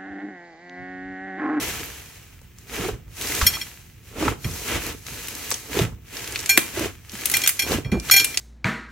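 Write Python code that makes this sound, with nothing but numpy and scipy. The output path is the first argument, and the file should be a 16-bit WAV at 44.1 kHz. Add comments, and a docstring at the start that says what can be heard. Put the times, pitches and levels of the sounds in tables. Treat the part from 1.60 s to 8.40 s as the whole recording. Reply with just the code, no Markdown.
"""Foam fizzes and rasps at once as two hands knead air-puffed slime on a glass plate, over a faint hush.
Filtered random clicks make the bursting cells and the squelch of skin peeling free; filtered noise the table rumble.
Air pockets pop as noise through cavity and slit resonances, and a thin gliding sine whistles from a pinhole.
Lumps land as short sagging sines; jolts of the plate are noise chatter with a sum of decaying glass modes.
A small furnished room adds quick desk echoes and a short tail."""
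import sys
import numpy as np
from scipy import signal
from scipy.fft import rfft, irfft
from scipy.io import wavfile
from scipy.ndimage import uniform_filter1d

SR = 44100
rng = np.random.default_rng(int(sys.argv[2]) if len(sys.argv) > 2 else 0)


def persist_wave(psi):
    """Save psi, clipped to +-1, as 16-bit WAV."""
    counts = np.round(np.clip(psi, -1, 1) * 32767).astype(np.int16)
    wavfile.write(sys.argv[1], SR, np.atleast_2d(counts).T)


N = 299880
TIME = np.arange(N) / SR
LET_GO_DB_PER_S = 336.5  # fall of the foam's sound in a release or a finger stir

# The hands close and press. Each row: start in seconds, hold in seconds, then relative levels of fizz (finest
# cells), rasp (coarser cells) and squelch in dB, swell during the hold in dB, dying away in dB per second,
# small air pockets in dB.
SQUEEZES = [(0.0, 0.026, -32.5, -31.5, -36, 1, 38, -48), (1.611, 0.19, -33.5, -35, -41.5, 5.5, 61, -28.5),
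            (2.848, 0.24, -39, -44, -48, 4.5, 53.5, -45), (3.48, 0.474, -39.5, -41, -50.5, 1.5, 263, -44.5),
            (4.547, .47, -39, -38.5, -45, 0.5, 52.5, -34.5), (5.535, 0.26, -41, -42, -49.5, 8.5, 86, -37),
            (6.466, 0.15, -37, -38.5, -43.5, 2.5, 54, -36)]
# Slime lands or pulls free. Each row: start in seconds, level in dB before channel balance, nominal pitch in Hz,
# nominal length in seconds.
THUMPS = [(1.198, -27, 182, 0.015), (1.246, -21, 372, 0.024), (1.283, -21.5, 441, 0.019),
          (1.327, -25.5, 58.6, .027), (1.46, -38, 54.4, 0.062), (1.826, -15, 66, 0.012),
          (2.624, -16, 320, 0.019), (2.851, -15.5, 112, 0.019), (3.52, -32, 128, 0.014),
          (4.169, -14.5, 398, 0.0088), (4.193, -15, 385, 0.014), (4.211, -13.5, 129, 0.027),
          (5.171, -21, 362, 0.018), (5.208, -19.5, 323, 0.024), (5.257, -19.5, 400, 0.0092),
          (5.533, -31.5, 203, 0.024), (6.142, -20, 240, 0.025), (6.183, -19, 312, 0.01),
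          (6.255, -20, 110, 0.024), (6.321, -12, 199, 0.035), (6.339, -16, 216, 0.021),
          (6.366, -22, 350, 0.021)]
# Stereo difference of foam and chatter. Each row: frequency in Hz, side minus mid in dB.
SPREAD = [(200, -5), (550, -1), (900, 5.5), (1400, -58.5), (2500, -4), (5000, -4.5), (8000, -1),
          (15000, -13.5)]


def undb(db):
    """Decibels to gain."""
    return 10 ** (np.asarray(db) / 20)


def unit(x):
    """Scale to rms 1."""
    return x / np.sqrt(np.mean(x ** 2))


def shape(x, spectrum):
    """Filter by a curve of (Hz, dB) points that falls away beyond its ends."""
    hz, db = np.transpose(spectrum)
    f = np.maximum(np.fft.rfftfreq(x.shape[-1], 1 / SR), 1)
    skirt = np.minimum(f / hz[0], 1) ** 2 * np.minimum(hz[-1] / f, 1) ** 2
    gain = skirt * undb(np.interp(np.log(f), np.log(hz), db))
    return irfft(rfft(x) * gain, x.shape[-1])


def colour(x, spectrum):
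    """Give a signal a spectrum, at rms 1."""
    return unit(shape(x, spectrum))


def resonate(x, hz, q):
    """One damped resonance, at rms 1; pitch is capped and q has a floor that rises with pitch."""
    hz = min(hz, .4 * SR)
    b, a = signal.iirpeak(hz, max(q, 2.5 * hz / SR), fs=SR)
    return unit(signal.lfilter(b, a, x))


def add(out, s, sound):
    """Mix a sound in at a time in seconds."""
    i = max(int(s * SR), 0)
    out[..., i:i + sound.shape[-1]] += sound[..., :max(N - i, 0)]


def bursts(rate, spread_db):
    """Random clicks at a rate per second, with exponentially scattered dB sizes."""
    size = undb(spread_db * np.minimum(rng.exponential(size=N), 5))
    sign = rng.choice([-1, 1], N)
    return size * sign * (rng.random(N) < rate / SR)


def walk(rate):
    """Random wander: normal knots at a rate per second, joined by straight lines."""
    knots = rng.standard_normal(4096)
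    return np.interp(TIME * rate, np.arange(len(knots)), knots)


def mid_side(mid, side):
    """Two microphones from mid and side, the side shaped by SPREAD."""
    side = shape(side, SPREAD)
    return np.array([mid + side, mid - side])


def widen(x, width, scatter_s):
    """Hands and plate scatter a sound, so that it reaches the two microphones a little differently."""
    t = TIME[:1024]
    scatter = rng.standard_normal(len(t)) * np.exp(-t / scatter_s)
    side = signal.fftconvolve(x, scatter / np.linalg.norm(scatter))[:len(x)]
    return np.array([x + width * side, x - width * side])


def ramp(s, hold, rise_db_per_s, fall_db_per_s):
    """Gain that climbs to 1 at a time, holds, then dies away."""
    rise_db = rise_db_per_s * np.maximum(s - TIME, 0)
    fall_db = fall_db_per_s * np.maximum(TIME - s - hold, 0)
    return undb(-np.minimum(rise_db + fall_db, 150))


def gesture(s, hold, rise_db_per_s, fall_db_per_s, lead_s, lead_db):
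    """A move of the hands, announced by a lighter stir of the fingers."""
    stir = ramp(s - lead_s, lead_s, rise_db_per_s, LET_GO_DB_PER_S) * undb(lead_db)
    return np.maximum(stir, ramp(s, hold, rise_db_per_s, fall_db_per_s))


def kneading():
    """How hard the hands work the slime: gains of fizz, rasp, squelch and table rumble, summed in power."""
    # The fingers open and pull out. Each row: start in seconds, hold in seconds, then relative levels of fizz,
    # rasp, squelch and table rumble in dB, and the first slackening relative to the full pull in dB.
    releases = [(1.136, 0.15, -37.5, -34, -28.5, -33, -19), (2.601, 0.096, -38, -32, -24.5, -28.5, -15),
                (3.085, 0.082, -42, -28.5, -30, -30, -9), (3.238, 0.056, -35.5, -33.5, -32, -40, -12),
                (4.134, 0.089, -34.5, -31.5, -25, -39, -9), (5.165, 0.089, -35.5, -32, -31, -34.5, -22),
                (6.092, 0.052, -31, -29, -25, -30, -12)]
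    rest_fizz_db, rest_rasp_db, lean_db = -70, -62, -49.5  # foam left alone; arms resting on the table
    grip_db_per_s, touch_s, touch_db = 250, 0.061, -13  # fingers find their grip just before each squeeze
    squelch_steepness, squeeze_rumble_db = 1.49, -3.5  # dB slopes relative to fizz; rumble relative to squelch
    pull_db_per_s, loosen_s = 261, .14  # the grip slackens this long before each release
    rasp_lag_s, rasp_loosen_db = 0.0095, -5.5  # coarse cells follow the fine ones and stir less at first
    unstick_db_per_s, unstuck_db_per_s, squelch_hold = 197.5, 225.5, 0.41  # hold as a share of the release
    shift_lag_s, shift_db_per_s = 0.045, 157  # the hands' weight shifts after mid-release
    impact_db_per_s, settle_db_per_s = 1996, 133
    settle_rumble_db, settle_squelch_db = -12.5, -20  # relative to the thump
    heavy_hz = 173  # thumps below this pitch shake the table fully

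    fine, coarse, weight = ([np.full(N, undb(db))] for db in (rest_fizz_db, rest_rasp_db, lean_db))
    peel = []
    for s, hold, fizz_db, rasp_db, squelch_db, swell_db, fall_db_per_s, _ in SQUEEZES:
        press = gesture(s, hold, grip_db_per_s, fall_db_per_s, touch_s, touch_db)
        swell = undb(swell_db * np.clip((TIME - s) / hold, 0, 1))
        fine.append(press * swell * undb(fizz_db))
        coarse.append(press * swell * undb(rasp_db))
        peel.append(press ** squelch_steepness * swell * undb(squelch_db))
        weight.append(press * swell * undb(squelch_db + squeeze_rumble_db))
    for s, hold, fizz_db, rasp_db, squelch_db, rumble_db, loosen_db in releases:
        pull = (hold, pull_db_per_s, LET_GO_DB_PER_S, loosen_s)
        fine.append(gesture(s, *pull, loosen_db) * undb(fizz_db))
        coarse.append(gesture(s + rasp_lag_s, *pull, loosen_db + rasp_loosen_db) * undb(rasp_db))
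        middle, stuck = s + hold / 2, hold * squelch_hold
        unstick_at = middle + rasp_lag_s - stuck / 2
        peel.append(ramp(unstick_at, stuck, unstick_db_per_s, unstuck_db_per_s) * undb(squelch_db))
        weight.append(ramp(middle + shift_lag_s, 0, shift_db_per_s, shift_db_per_s) * undb(rumble_db))
    for s, db, hz, length in THUMPS:
        peel.append(ramp(s, length, impact_db_per_s, unstuck_db_per_s) * undb(db + settle_squelch_db))
        heavy = min(heavy_hz / hz, 1) ** 2
        settle = ramp(s, length, impact_db_per_s, settle_db_per_s)
        weight.append(settle * undb(db + settle_rumble_db) * heavy)
    return [np.linalg.norm(parts, axis=0) for parts in (fine, coarse, peel, weight)]


def hush():
    """Faint room air: steady noise with its own spectrum."""
    # Each row: frequency in Hz, relative density in dB per Hz.
    air_spectrum = [(15, -31), (30, 8), (50, 13), (86, 3), (450, -5), (558, -28), (2130, -14), (4750, -81),
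                    (5720, -18), (9270, -82), (12400, -25), (15000, -9.5)]
    air = colour(rng.standard_normal(N), air_spectrum)
    return widen(air, width=0.5, scatter_s=.008) * undb(-56.5)


def cells(rate, spread_db, spectrum):
    """A cloud of bursting cells, spread over the whole lump between the two hands."""
    mid, side = (colour(bursts(rate, spread_db) / np.sqrt(rate), spectrum) for _ in range(2))
    return mid_side(mid, side)


def foam(fine, coarse):
    """Cells burst by the thousand, the more the harder the squeeze, in uneven surges; some tick and crackle."""
    # Each row: frequency in Hz, relative density in dB per Hz.
    fine_spectrum = [(2500, -29.5), (4000, 2.5), (4900, -1.5), (6200, 3), (9000, -3.5), (12000, 1),
                     (14000, -1.5), (16000, -5.5)]
    coarse_spectrum = [(300, -2), (700, -5.5), (1200, -3), (1700, 0.5), (2300, 2), (3100, -1),
                       (4200, -10.5), (7000, -11.5)]
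    pressure = np.sqrt(fine / fine.max())
    surge = undb(1.0 * walk(rate=49))
    fizz = cells(2000 + 12000 * pressure, spread_db=-1.0, spectrum=fine_spectrum)
    rasp = cells(1800 + 7000 * pressure, spread_db=0.0, spectrum=coarse_spectrum)
    ticks = cells(60 + 150 * pressure, spread_db=5.5, spectrum=fine_spectrum)
    crackle = cells(120 + 300 * pressure, spread_db=4.5, spectrum=coarse_spectrum)
    fine_foam = (fizz * undb(-1.0) + ticks * undb(-11.5)) * fine
    coarse_foam = (rasp * undb(-1.2) + crackle * undb(-8)) * coarse
    return surge * (fine_foam + coarse_foam)


def squelch(peel):
    """Sticky skin lets go in small jerks that come in bunches, each opening a soft, low cavity."""
    # Each row: frequency in Hz, relative density in dB per Hz.
    jerk_spectrum = [(70, 1), (140, -8), (210, 0.5), (300, 1), (420, 1.5), (600, -8.5), (850, -11.5),
                     (1400, -12), (2600, -30)]
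    bunching = undb(3.2 * walk(rate=80))
    jerks = colour(bursts(rate=800, spread_db=1.8), jerk_spectrum) * bunching
    balance = undb(np.array([[-1.6], [1.2]]))
    return widen(jerks * peel * undb(-1.5), width=0.14, scatter_s=0.00036) * balance


def heave(weight):
    """The table rumbles under the shifting hands: low noise that follows their weight."""
    # Each row: frequency in Hz, relative density in dB per Hz.
    table_spectrum = [(20, -45.5), (35, -14), (52, 1), (85, 1), (130, -2), (200, -11), (400, -26),
                      (900, -62)]
    rumble = colour(rng.standard_normal(N), table_spectrum)
    return widen(rumble * weight * undb(0.5), width=0.24, scatter_s=0.011)


def small_pops():
    """Little pockets of varied size give way at uneven moments in every squeeze; rows as for large pops."""
    pockets_per_s, scatter_db = 36, 4.5
    usual_cavity_hz, usual_spray_hz, length_s = 2530, 6800, .0015
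    rows = []
    for s, hold, *_, db in SQUEEZES:
        ages = (np.arange(20) + rng.random(20)) / pockets_per_s
        for age, (cavity, spray, size) in zip(ages, rng.standard_normal((20, 3))):
            if age < hold:
                pitch = np.exp(0.13 * size)
                cavity_db = db - 1 + scatter_db * cavity
                spray_db = db + scatter_db * spray
                rows.append((s + age, cavity_db, usual_cavity_hz * pitch,
                             spray_db, usual_spray_hz * pitch, length_s))
    return rows


def pops():
    """A pocket tears open: the outflow rings its cavity and sprays through the slit, then dies quickly."""
    # Large pockets. Each row: start in seconds, cavity level in dB, cavity pitch in Hz, spray level in dB,
    # spray pitch in Hz, nominal outflow length in seconds. Levels are relative.
    large_pockets = [(0.815, -45.5, 500, -49, 7190, 0.0013), (0.985, -48, 1820, -43, 7300, 0.0013),
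                     (1.813, -18, 1310, -24, 4560, 0.0093), (1.968, -29.5, 950, -51, 4490, .0044),
                     (2.6255, -16, 590, -32.5, 4600, 0.0032), (2.6795, -15, 1090, -55, 4000, 0.0042),
                     (3.466, -36, 2060, -32, 5420, 0.0018), (3.6838, -30, 2760, -23, 10300, 0.00094),
                     (3.904, -42, 1570, -21.5, 13700, 0.0021), (3.9131, -23.5, 1320, -18, 4800, 0.0028),
                     (3.921, -22, 400, -22, 6160, .0017), (3.941, -31.5, 3215, -24.5, 6480, 0.0023),
                     (4.1895, -23, 590, -18, 3640, 0.0017), (4.7585, -17.5, 2450, -23, 3960, 0.0014),
                     (4.79, -36, 2870, -29, 6460, .005), (4.8594, -29, 2640, -22.5, 6430, 0.002),
                     (4.975, -2.5, 1930, -2.5, 12520, 0.0012), (4.978, -10, 363.2, -17.5, 13800, 0.0021),
                     (4.99, -22.5, 2400, -27, 10600, 0.005), (5.495, -39, 3300, -34.5, 4670, 0.0014),
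                     (5.635, -28, 2070, -39, 7680, 0.0015), (5.656, -24, 2370, -14, 11100, 0.0034),
                     (5.6978, -28, 2280, -20.5, 11200, 0.0032), (5.7143, -32, 2350, -20.5, 11200, 0.0058),
                     (5.767, -22, 2250, -16, 12900, 0.0055), (5.8172, -31, 2940, -24, 6120, .004),
                     (5.862, -17, 2360, -16.5, 6350, 0.0015), (5.874, -17, 2470, -9, 11400, 0.0049),
                     (5.89, -22, 2270, -16, 11700, 0.0072), (6.1175, -21, 444, -26.5, 4050, 0.0051),
                     (6.3985, -43, 400, -27.5, 6070, 0.0011), (6.498, -18, 1410, -21.5, 4000, 0.0018),
                     (6.597, -16.5, 2960, -19, 6300, 0.0054), (6.6443, -19.5, 2900, -16, 9300, 0.0039),
                     (6.773, -16, 2280, -12, 5830, 0.0017)]
    out, t = np.zeros((2, N)), TIME[:4096]
    for s, cavity_db, cavity_hz, spray_db, spray_hz, length in large_pockets + small_pops():
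        half = length / 2
        flow = np.exp(-np.abs((t - half) / half) ** 0.55)
        flow += undb(-13.5) * np.exp(-t / 0.0065)  # faint tail
        flow *= 1 - np.exp(-t / 0.00017)  # onset
        air = rng.standard_normal((2, len(t)))
        cavity = resonate(resonate(air[0], cavity_hz, q=1.6), cavity_hz, q=0.87) * undb(cavity_db)
        spray = resonate(resonate(air[1], spray_hz, q=1.38), spray_hz, q=0.66) * undb(spray_db)
        add(out, s, widen(flow * cavity, width=0.13, scatter_s=.002))
        add(out, s, widen(flow * spray, width=0.71, scatter_s=0.0016))
    return out * undb(2.5)


def whistle():
    """Air through a pinhole: a thin, unsteady whistle that sinks as the pocket empties."""
    # Start in seconds, length in seconds, first and last mean pitch in Hz, level in dB before flutter.
    pinhole = (.23, .055, 12300, 11400, -39)
    out, t = np.zeros((2, N)), TIME[:4096]
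    s, length, first_hz, last_hz, db = pinhole
    hz = np.interp(t, [0, length], [first_hz, last_hz]) + 250 * walk(rate=900)[:len(t)]
    flutter = undb(6 * walk(rate=400)[:len(t)])
    flow = np.interp(t / length, [0, .1, 1], [0, 1, 0]) * flutter
    add(out, s, undb(db) * flow * np.sin(2 * np.pi * np.cumsum(hz) / SR))
    return out


def thumps():
    """A soft mass lands or lets go: a brief tone whose pitch sags as the slime spreads, plus a resonant slap."""
    out, t = np.zeros(N), TIME[:12000]
    for s, db, hz, length in THUMPS:
        age = t / (length * 0.28)
        sagging_hz = hz * (0.932 + 0.14 * np.exp(-age / 2))
        tone = np.sin(2 * np.pi * np.cumsum(sagging_hz) / SR)
        slap = resonate(rng.standard_normal(len(t)), hz * 1.7, q=7.1)
        swell = age * np.exp(1 - age)
        add(out, s, undb(db) * swell * (tone + 0.25 * slap))
    return out * undb(np.array([[-1.3], [.8]]))


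def plate():
    """Each jolt is a quick chatter of glass contacts and a ring that the slime soon damps."""
    # Each row: start in seconds, ring level in dB, chatter level in dB, freedom to ring (0 smothered, 1 free),
    # place (0 damped side, 1 free rim).
    jolts = [(1.8655, -4.5, -16.5, 0.39, 0), (1.936, -21.5, -41, 0.29, 0.097),
             (1.951, -22.5, -38, 0.31, 0.22), (2.0127, -21, -46, 0.32, 0), (2.844, -23.5, -30, 0.2, 0.13),
             (4.8919, -9.5, -12.5, 0.77, 1), (4.9069, -23, -20, 0.9, 0.45), (5.738, -14.5, -13, 0.67, 0.7),
             (5.836, -16.5, -22, 0.51, 0.44), (5.992, -15.5, -13.5, 0.51, 0.51),
             (6.0195, -17.5, -23, 0.59, 0.41), (6.2456, -37.5, -34, 1, .1),
             (6.3164, -29.5, -24.5, 0.94, 0.98), (6.5109, -6, -8.5, 0.91, 0.59),
             (6.5373, -11.5, -9.5, 0.61, 0.92), (6.562, -8.5, -13, 0.68, 0.85),
             (6.576, -14, -18, 0.85, 0.15), (6.743, -21.5, -33, .19, 0.0078)]
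    # Each row: mode in Hz, relative dB jolted on the damped side, relative dB at the free rim, free t60 in seconds.
    modes = [(790, -28, -16, .22), (1576, -16, -10, .34), (2005, -7, -5, .1), (2380, -6, 1, .52),
             (2525, -14, -10, .1), (3250, 0, -6, .18), (3312, -8, -11, .18), (4275, -5, -5, .24),
             (4344, -11, -11, .15), (5450, 1, -7, .26), (5990, -12, -16, .1), (6749, -11, -4, .28),
             (8203, -10, -9, .2), (10160, -12, -16, .15), (10478, -8, -16, .15), (11652, -5, -5, .22),
             (12340, -11, -11, .1), (12953, -8, -12, .22), (13609, -14, -4, .18), (14299, -11, -11, .18)]
    # Each row: frequency in Hz, relative density in dB per Hz.
    chatter_spectrum = [(600, -6.5), (1500, -18), (2050, 14.5), (3200, -3), (3800, -2.5), (4300, 9),
                        (4900, -9.5), (5600, 9.5), (7500, -5), (9200, -18), (10300, 7), (11800, 0.5),
                        (15500, -12)]
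    rise_s, hard_jolt_db = 0.0017, -15
    softening = 0.36  # treble tilt above 2 kHz, dB per octave per dB of ring below (loss) or above (gain) a hard jolt

    out, t = np.zeros((2, N)), TIME[:17640]
    hz, damped_db, rim_db, t60 = np.transpose(modes)[:, :, None]
    # each mode radiates in its own pattern, so its phase differs between the microphones
    skew = rng.choice([-1, 1], hz.shape) * np.minimum(hz / 8000, .35)
    for s, ring_db, chatter_db, free, place in jolts:
        soft_db = softening * (hard_jolt_db - ring_db)
        place = np.clip(place, 0, 1)
        place_db = damped_db + place * (rim_db - damped_db)
        size = undb(place_db - soft_db * np.log2(np.maximum(hz / 2000, 1)))
        # slime pressed against the glass adds the same loss to every mode
        loss = 1 / t60 + 4.2 * (1 / np.clip(free, .1, 1) - 1)
        decay = size / np.linalg.norm(size) * np.exp(-np.log(1000) * t * loss)
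        # while the plate still buzzes on the table, contacts nudge each mode's level and phase
        nudge = unit(uniform_filter1d(rng.standard_normal((2, len(hz), len(t))), size=160))
        nudge *= np.exp(-t / .03)
        decay = decay * undb(2.4 * nudge[0])
        phase = 2 * np.pi * (hz * t + rng.random(hz.shape)) + 0.26 * nudge[1]
        ring = np.array([np.sum(decay * np.sin(phase + way * skew), axis=0) for way in (1, -1)])
        ring *= np.sqrt(2)
        contact = [(f, db - soft_db * np.log2(max(f / 2000, 1))) for f, db in chatter_spectrum]
        mid, side = colour(rng.laplace(size=(2, len(t))), contact) * np.exp(-t / 0.0086)
        chatter = mid_side(mid, side)
        onset = 1 - np.exp(-t / rise_s)
        add(out, s, (undb(ring_db) * ring + undb(chatter_db) * chatter) * onset)
    return out


def reflections(x):
    """Quick echoes from the desk, then the short tail of a furnished room."""
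    room_t60_s, room_db, desk_db = 0.3, -13.5, -13
    t = TIME[:22050]
    noise = rng.standard_normal((2, 2, len(t))) * (t > .002)
    desk = unit(noise[0] * np.exp(-t / 0.0043)) * undb(desk_db)
    walls = colour(noise[1], [(60, 6), (2500, -7.0), (8000, 0.5), (16000, -5.5)])  # (Hz, dB)
    tail = np.exp(-np.log(1000) * t / room_t60_s) * (1 - np.exp(-t / 0.0058))
    walls = unit(walls * tail) * undb(room_db)
    return signal.fftconvolve(x, (desk + walls) / np.sqrt(len(t)), axes=1)[:, :N]


def scene():
    """The kneading in its room, over a faint hush; the plate sounds drier than the slime."""
    plate_room_db = -8
    fine, coarse, peel, weight = kneading()
    air = hush()
    slime = foam(fine, coarse) + squelch(peel) + pops() + whistle()
    glass = plate()
    room = reflections(slime + glass * undb(plate_room_db))
    return slime + glass + room + thumps() + heave(weight) + air


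def record(dry):
    """Sound reaches the right microphone a moment later; the sharpest peaks clip, and the top is cut."""
    lag_s, top_hz = 1.2e-5, 15900
    delay = np.exp(-2j * np.pi * np.fft.rfftfreq(N, 1 / SR) * lag_s)
    right = irfft(rfft(dry[1]) * delay, N)
    clipped = np.clip([dry[0], right], -1, 1)
    lowpass = signal.ellip(10, .2, 80, top_hz, fs=SR, output="sos")
    return signal.sosfilt(lowpass, clipped)


dry = scene()
out = record(dry)
persist_wave(out)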